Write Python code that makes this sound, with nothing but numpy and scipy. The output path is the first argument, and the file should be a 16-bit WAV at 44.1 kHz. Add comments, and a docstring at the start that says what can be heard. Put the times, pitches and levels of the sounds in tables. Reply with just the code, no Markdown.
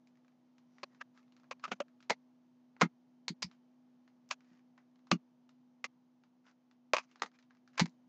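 """A small fan hums over low noise, under faint finger ticks; then stiff cards are drawn, turned and laid down.
The hum is wavering sine tones, the background is shaped noise; ticks are coloured clicks, slides gritty noise.
A bent card scrapes, snaps free and rings: a whitened contact through the card's resonances.
Things on the crowded wooden table scatter the snap; the table's low modes thud under a laid card."""
import sys
import numpy as np
from scipy import signal
from scipy.fft import rfft, irfft
from scipy.io import wavfile
from scipy.ndimage import uniform_filter1d

SR = 44100
rng = np.random.default_rng(int(sys.argv[2]) if len(sys.argv) > 2 else 0)


def log_audio(samples):
    """Write samples as a 16-bit WAV file to the path given in sys.argv[1]."""
    # one column per channel
    frames = np.atleast_2d(samples).T
    # limit to full scale, then quantise
    limited = np.clip(frames, -1, 1)
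    pcm = np.round(limited * 32767).astype(np.int16)
    wavfile.write(sys.argv[1], SR, pcm)


N = 356328

# spectrum of the background noise, a low rush and very faint high hiss:
# (frequency [Hz], relative level [dB])
BACKGROUND_SPECTRUM = [(30, -48.5), (96, -36.5), (118, 0.5), (175, 2), (280, -3), (330, -1), (450, -7.5),
                       (850, -5.5), (1400, -16.5), (2400, -21.5), (6500, -27), (7900, -39.5),
                       (15000, -40.5)]
# fan tones: (frequency [Hz], level before HUM_LEVEL and waver [dB rms])
FAN_TONES = [(248.1, -63.5), (150, -85.5), (185, -91.5), (315, -83.5), (495, -90.5), (635, -88.5),
             (3060, -101), (5977, -107)]
# level of the hum, followed in part by the background noise: (time [s], level [dB])
HUM_LEVEL = [(0, -4), (1.5, -2.5), (2.6, -4), (4.15, -3.5), (5.6, -4.5), (6.6, -6.5), (7.55, -6.5),
             (7.8, -1.5), (8.08, -3)]
# spectrum of a finger on a card: (frequency [Hz], relative level [dB])
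FINGER_SPECTRUM = [(100, -41), (200, -19), (500, -7), (1100, 4.5), (2300, -1), (3300, -8), (5000, -5),
                   (6700, -9.5), (7600, -19), (9000, -51.5), (15000, -42.5)]
# a nail or card corner ticks: (time [s], energy level [dB], treble tilt [dB/octave])
TICKS = [(.0727, -46.5, 4), (.5826, -44, 1), (.7841, -36.5, -1.5), (.9482, -43.5, -1), (1.1762, -38.5, -1),
         (1.3229, -45.5, 0), (1.3663, -42.5, 0), (1.4426, -44.5, -5), (1.5968, -41, -3),
         (1.8831, -46, -1.5), (2.0048, -40, 1), (2.027, -38.5, 0), (2.7661, -37.5, -5.5),
         (3.5139, -38.5, -2), (4.0781, -43, -2), (4.2905, -42, 11), (4.4069, -44, -2),
         (4.7787, -36.5, -3.5), (5.0709, -39, -1), (5.4924, -42, 0.5), (6.4672, -40, -4), (7.1142, -42, 2),
         (7.1586, -35, -1.5), (7.198, -38, -1.5), (7.3891, -43, 2), (7.5078, -38.5, -3.5), (7.677, -39, 1),
         (7.756, -42, -1.5), (7.8945, -48.5, 12)]
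# fingers shift their hold, with fainter ticks at random: (start [s], end [s])
FUMBLES = [(0.129, 0.34), (1.19, 1.53), (4.42, 4.63), (4.94, 5.01), (6.2, 6.24), (6.69, 6.73), (7.29, 7.6),
           (7.72, 7.75)]
# card slides on card or under a finger:
# (middle [s], length [s], rms level before the fades [dB], resonance [Hz])
SLIDES = [(0.788, 0.32, -81.5, 5800), (0.937, 0.17, -80.5, 1910), (1.181, 0.12, -73.5, 1290),
          (1.686, 0.08, -65.5, 1400), (1.759, .05, -78, 6300), (2.806, 0.024, -57.5, 1410),
          (3.522, 0.14, -80, 3040), (4.519, .28, -79, 1904), (6.486, 0.12, -70, 1420),
          (7.034, .07, -69.5, 6200), (7.115, 0.13, -77.5, 2290), (7.352, .057, -73, 2400),
          (7.75, 0.043, -71, 1815), (7.879, 0.035, -66.5, 2090)]
# table-top modes: (frequency [Hz], relative level [dB], t60 [s])
TABLE_MODES = [(70, -29.5, 0.084), (138, -11, 0.074), (173.3, -4, 0.14), (213.5, -5.5, 0.11),
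               (248, -13, 0.15), (314.6, -11, 0.1), (386, -21.5, 0.11)]
# hand and card press on the table:
# (time [s], peak level [dB], length [s], hardness of the push [dB/octave])
THUDS = [(1.712, -60, 0.022, -10), (2.1, -54, 0.033, 11.5), (2.818, -19, 0.055, 1), (3.293, -33, 0.04, 2),
         (3.433, -38, 0.058, -11.5), (4.503, -59, 0.049, 1), (5.114, -19.5, 0.058, 2.5),
         (7.805, -18.5, 0.049, -5.5), (7.846, -41.5, .057, 2)]
# spectrum of a card: (frequency [Hz], relative level [dB])
CARD_SPECTRUM = [(100, -20.5), (200, 2.5), (300, -2.5), (700, -3), (1200, -3.5), (2300, -5.5), (3300, -9.5),
                 (4600, -11), (5700, -13), (6700, -13), (7500, -23), (8300, -33.5), (9200, -54),
                 (15000, -58.5)]
# bending modes of a card: (multiple of bending pitch [-], height [dB])
BENDING_MODES = [(.5, 5.5), (1, 10.5), (2.3, 9), (4.6, 3.5)]
# a card snaps free or lands: (time [s], energy level [dB], bending pitch [Hz],
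# ring of the flicked corner [Hz], its height [dB], bass edge [Hz], treble tilt [dB/octave],
# scatter [dB], scatter length [s], rise of the scrape before it [s])
SNAPS = [ (.8319, -14, 1110, 4400, 11.5, 310, -1.5, 13.5, .011, 0.00017),
         (1.0134, -16, 1180, 1710, 16.5, 1030, -2.5, 1, 0.01, 0.0041),
         (1.5123, -13, 1080, 550, 6.5, 700, -1, 2.5, 0.02, .0009),
         (1.6397, -11, 1124, 1320, 14, 1080, -0.6, 10, 0.019, 0.0045),
         (1.718, -7, 1360, 2480, 6.5, 150, -2, 5, 0.023, 0.0022),
         (1.804, -6, 1270, 556, 17, 246, -1.5, -7.5, 0.022, 0.00092),
         (2.105, 0, 916, 662.5, 7, 170, 0.3, -2, .034, .001),
         (2.8179, 6.5, 927, 1324, 10, 170, -.6, 0.5, 0.058, 0.00083),
         (3.2821, -9, 940, 4280, 10, 101, 5, -7, 0.028, 0.0005),
         (3.4278, -8, 1000, 5000, 9, 99.5, 5, -3, 0.074, 0.00078),
         (4.312, -6.5, 1124, 780, 5, 900, 2, -2, 0.031, 0.0025),
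         (5.1158, 3, 1190, 4260, 8, 100, 0.06, -3.5, 0.057, 0.0012),
         (5.843, -9.5, 1160, 2094, 14, 130, 2.5, 3, 0.023, 0.00056),
         (6.9353, 3.5, 1070, 613, 9.5, 560, -1, -12.5, 0.061, 0.00021),
         (6.9672, -5, 1084, 2660, 4, 700, -0.7, -1.5, 0.084, 0.00052),
         (7.2213, -5, 854, 1247, 13.5, 100, 2, -5.5, .04, 0.00075),
         (7.7789, -10, 1049, 1620, 8, 1030, .5, 4, 0.037, 0.0015),
         (7.802, -1.5, 900, 4720, 4, 300, 1, 2, 0.068, .001)]
# the edge catches just before or after a snap, in the same grip:
# (time [s], energy level [dB], extra tilt [dB/octave], scatter length [s])
CATCHES = [(1.6528, -14.5, -2, 0.014), (1.68, -25, -1.5, 0.015), (2.099, -5, 2, 0.051),
           (2.813, -1, 2.5, .042), (3.29, -16, 1.5, 0.047), (3.423, -14, 0, 0.039),
           (6.944, -3.5, 0.5, .055), (6.9839, -10, 0, 0.034), (7.2338, -13, -1.5, 0.037),
           (7.261, -25.5, -0.5, 0.045), (7.7964, 0, 1.5, 0.067), (7.8584, -22, 1, 0.0099)]

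SIZE = 8192  # samples in a contact or filter buffer
CENTRE_S = SIZE / 2 / SR  # a contact clicks here in its buffer
TIME_S = np.arange(N) / SR
FREQ_HZ = np.maximum(np.arange(SIZE // 2 + 1) * SR / SIZE, 60)
TILT_PIVOT_HZ, TOP_HZ = 1500, 15500
BACKGROUND_DB = -74.5
FUMBLE_PER_S, FUMBLE_DB, FUMBLE_SPREAD_DB, FUMBLE_TILT_DB_PER_OCT = 22, -52, 5, -0.5
CATCH_SCATTER_DB, SNAP_SCATTER_T60_S = -0.5, 0.075


def undb(db):
    """Decibels to gain."""
    return 10 ** (np.asarray(db) / 20)


def unit(x):
    """Scale to an energy of one."""
    return x / np.sqrt(np.sum(x ** 2))


def add(out, start_s, x):
    """Mix x into out from start_s on, trimming what falls outside."""
    i = int(round(start_s * SR))
    x, i = x[max(-i, 0):], max(i, 0)
    out[i:i + len(x)] += x[:max(N - i, 0)]


def decay(t_s, t60_s):
    """Exponential decay by 60 dB in t60_s."""
    return np.exp(-np.log(1000) * t_s / t60_s)


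def cutoff(t_s, length_s):
    """Smooth but steep end at length_s."""
    return 1 / (1 + (t_s / length_s) ** 16)


def walk(rate_hz):
    """Slow random drift about zero: held random values, smoothed twice."""
    k = int(SR / rate_hz)
    held = np.repeat(rng.standard_normal(N // k + 1), k)
    return uniform_filter1d(uniform_filter1d(held, k), k)[:N]


def shape(points):
    """Join (Hz, dB) points on a log-frequency axis."""
    hz, db = np.transpose(points)
    return np.interp(np.log(FREQ_HZ), np.log(hz), db)


def tilt(db_per_octave):
    """Spectral slope that turns about TILT_PIVOT_HZ."""
    return db_per_octave * np.log2(FREQ_HZ / TILT_PIVOT_HZ)


def resonance(hz, width_hz=45, damping=0.1):
    """Bump of height one; higher resonances of the stiff paper are wider and die sooner."""
    return 1 / (1 + ((FREQ_HZ - hz) / (width_hz + damping * hz)) ** 2)


def response(gain_db):
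    """Minimum-phase impulse response of unit energy, from a folded cepstrum."""
    cepstrum = irfft(np.log(undb(gain_db)))
    cepstrum[1:SIZE // 2] *= 2
    cepstrum[SIZE // 2 + 1:] = 0
    return unit(irfft(np.exp(rfft(cepstrum)))[:SIZE // 2])


def whiten(x, bins=61):
    """Even out a contact's broad colour so the card alone sets its tone; the attack stays sharp."""
    power = uniform_filter1d(abs(rfft(x)) ** 2, bins)
    return signal.fftconvolve(x, response(-10 * np.log10(power)))


def grit(n, spread_db):
    """Stick-slip noise: tiny slips of very unequal size."""
    slip_db = spread_db * np.minimum(rng.exponential(size=n), 5)
    return unit(rng.standard_normal(n) * undb(slip_db))


def contact(scatter_db, t60_s, length_s, rise_s, scrape_db=-5, chatter_db=0, chatter_s=0.0028):
    """A scrape swells into a click at mid-buffer, which chatters and is scattered by nearby things."""
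    t_s = (np.arange(SIZE) - SIZE // 2) / SR
    after_s = np.maximum(t_s, 0)
    click = t_s == 0
    scrape = unit(grit(SIZE, spread_db=2.5) * np.exp(-abs(t_s) / rise_s) * (t_s < 0))
    chatter = unit(grit(SIZE, spread_db=0.91) * np.exp(-after_s / chatter_s) * (t_s > 0))
    fade = decay(after_s, t60_s) * cutoff(after_s, length_s)
    onset = np.minimum(after_s / 0.0011, 1)
    scatter = unit(rng.standard_normal(SIZE) * fade * onset)
    return click + undb(scrape_db) * scrape + undb(chatter_db) * chatter + undb(scatter_db) * scatter


def hum_level_db():
    """Level of the hum over time."""
    return np.interp(TIME_S, *np.transpose(HUM_LEVEL))


def background_noise(hum_share=0.73):
    """Shaped noise whose level drifts and follows part of the hum's."""
    white = rng.standard_normal(N + SIZE)
    noise = signal.fftconvolve(white, response(shape(BACKGROUND_SPECTRUM)))[SIZE:SIZE + N]
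    return noise * undb(BACKGROUND_DB + hum_share * hum_level_db() + 0.2 * walk(5))


def fan_hum(waver_db=-1.5, phase_drift_rad=0.93):
    """A strong blade tone and faint motor lines, wavering in level and phase."""
    tones = np.zeros(N)
    for hz, db in FAN_TONES:
        amplitude = np.sqrt(2) * undb(db + waver_db * walk(7.4))
        tones += amplitude * np.sin(2 * np.pi * hz * TIME_S + phase_drift_rad * walk(7.8))
    return tones * undb(hum_level_db())


def fumbles():
    """Faint ticks at uneven moments while the hold shifts, as TICKS rows."""
    ticks = []
    for start_s, end_s in FUMBLES:
        count = max(round((end_s - start_s) * FUMBLE_PER_S), 1)
        for k in range(count):
            s = start_s + (end_s - start_s) * (k + rng.random()) / count
            db = FUMBLE_DB + FUMBLE_SPREAD_DB * rng.standard_normal()
            ticks.append((s, db, FUMBLE_TILT_DB_PER_OCT))
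    return ticks


def finger_ticks(ring_db=4):
    """Light contacts; each rings the card at three random places in its spectrum."""
    out = np.zeros(N)
    for s, db, tilt_db in list(TICKS) + fumbles():
        touch = contact(scatter_db=0, t60_s=0.15, length_s=0.074, rise_s=0.0007)
        rings = sum(resonance(hz) for hz in rng.uniform(1100, 4300, size=3))
        colour = response(shape(FINGER_SPECTRUM) + ring_db * rings + tilt(tilt_db))
        add(out, s - CENTRE_S, undb(db) * unit(signal.fftconvolve(touch, colour)))
    return out


def finger_slides(ring_db=8):
    """Short stick-slip noises that swell and fade through one paper resonance."""
    out = np.zeros(N)
    for middle_s, length_s, db, hz in SLIDES:
        n = int(length_s * SR)
        slips = grit(n, spread_db=4.5) * np.sqrt(n) * np.hanning(n)
        paper = response(shape(FINGER_SPECTRUM) + ring_db * resonance(hz, damping=0.054))
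        add(out, middle_s - length_s / 2, undb(db) * signal.fftconvolve(slips, paper))
    return out


def table_thuds(swell_s=0.015, detune=0.023, phase_spread_rad=0.5073):
    """The table's low modes build up together under the push and end steeply at each thud's length."""
    out, t_s = np.zeros(N), np.arange(SIZE) / SR
    for s, db, length_s, hard_db in THUDS:
        ring = np.zeros(SIZE)
        for hz, mode_db, t60_s in TABLE_MODES:
            shift, turn = rng.standard_normal(2)
            mode_hz = hz * (1 + detune * shift)
            wave = np.sin(2 * np.pi * mode_hz * (t_s - swell_s) + phase_spread_rad * turn)
            ring += undb(mode_db + hard_db * np.log2(hz)) * decay(t_s, t60_s) * wave
        ring *= (1 - np.exp(-(t_s / swell_s) ** 2)) * cutoff(t_s, length_s)
        add(out, s, undb(db) * ring / abs(ring).max())
    return out


def card_response(pitch_hz, corner_hz, corner_db, edge_hz, tilt_db):
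    """Each grip frees another length of card, moving its bending modes together and its bass edge."""
    bending = sum(db * resonance(multiple * pitch_hz) for multiple, db in BENDING_MODES)
    corner = corner_db * resonance(corner_hz)
    bass = -10 * np.log10(1 + (edge_hz / FREQ_HZ) ** 4)
    return response(shape(CARD_SPECTRUM) + bending + corner + bass + tilt(tilt_db))


def catches():
    """Edge catches as SNAPS rows, each in the grip of the nearest snap."""
    hits = []
    for s, db, extra_tilt_db, length_s in CATCHES:
        nearest = min(SNAPS, key=lambda snap: abs(snap[0] - s))
        _, _, *grip, tilt_db, _, _, rise_s = nearest
        hits.append((s, db, *grip, tilt_db + extra_tilt_db, CATCH_SCATTER_DB, length_s, rise_s))
    return hits


def card_snaps():
    """A whitened contact rings the card as gripped."""
    out = np.zeros(N)
    for s, db, *grip, scatter_db, length_s, rise_s in list(SNAPS) + catches():
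        touch = whiten(contact(scatter_db, SNAP_SCATTER_T60_S, length_s, rise_s))
        snap = signal.fftconvolve(touch, card_response(*grip))
        add(out, s - CENTRE_S, undb(db) * unit(snap))
    return out


def scene():
    """Background, fan, fingers, table and cards at one microphone."""
    handling = finger_ticks() + finger_slides()
    return (background_noise() + fan_hum() + handling + table_thuds() + card_snaps())[None]


def record(dry):
    """The recorder cuts the top: a steep elliptic low-pass at TOP_HZ."""
    low_pass = signal.ellip(8, 0.2, 70, TOP_HZ, fs=SR, output="sos")  # ripple, stopband [dB]
    return signal.sosfilt(low_pass, dry)


dry = scene()
out = record(dry)
log_audio(out)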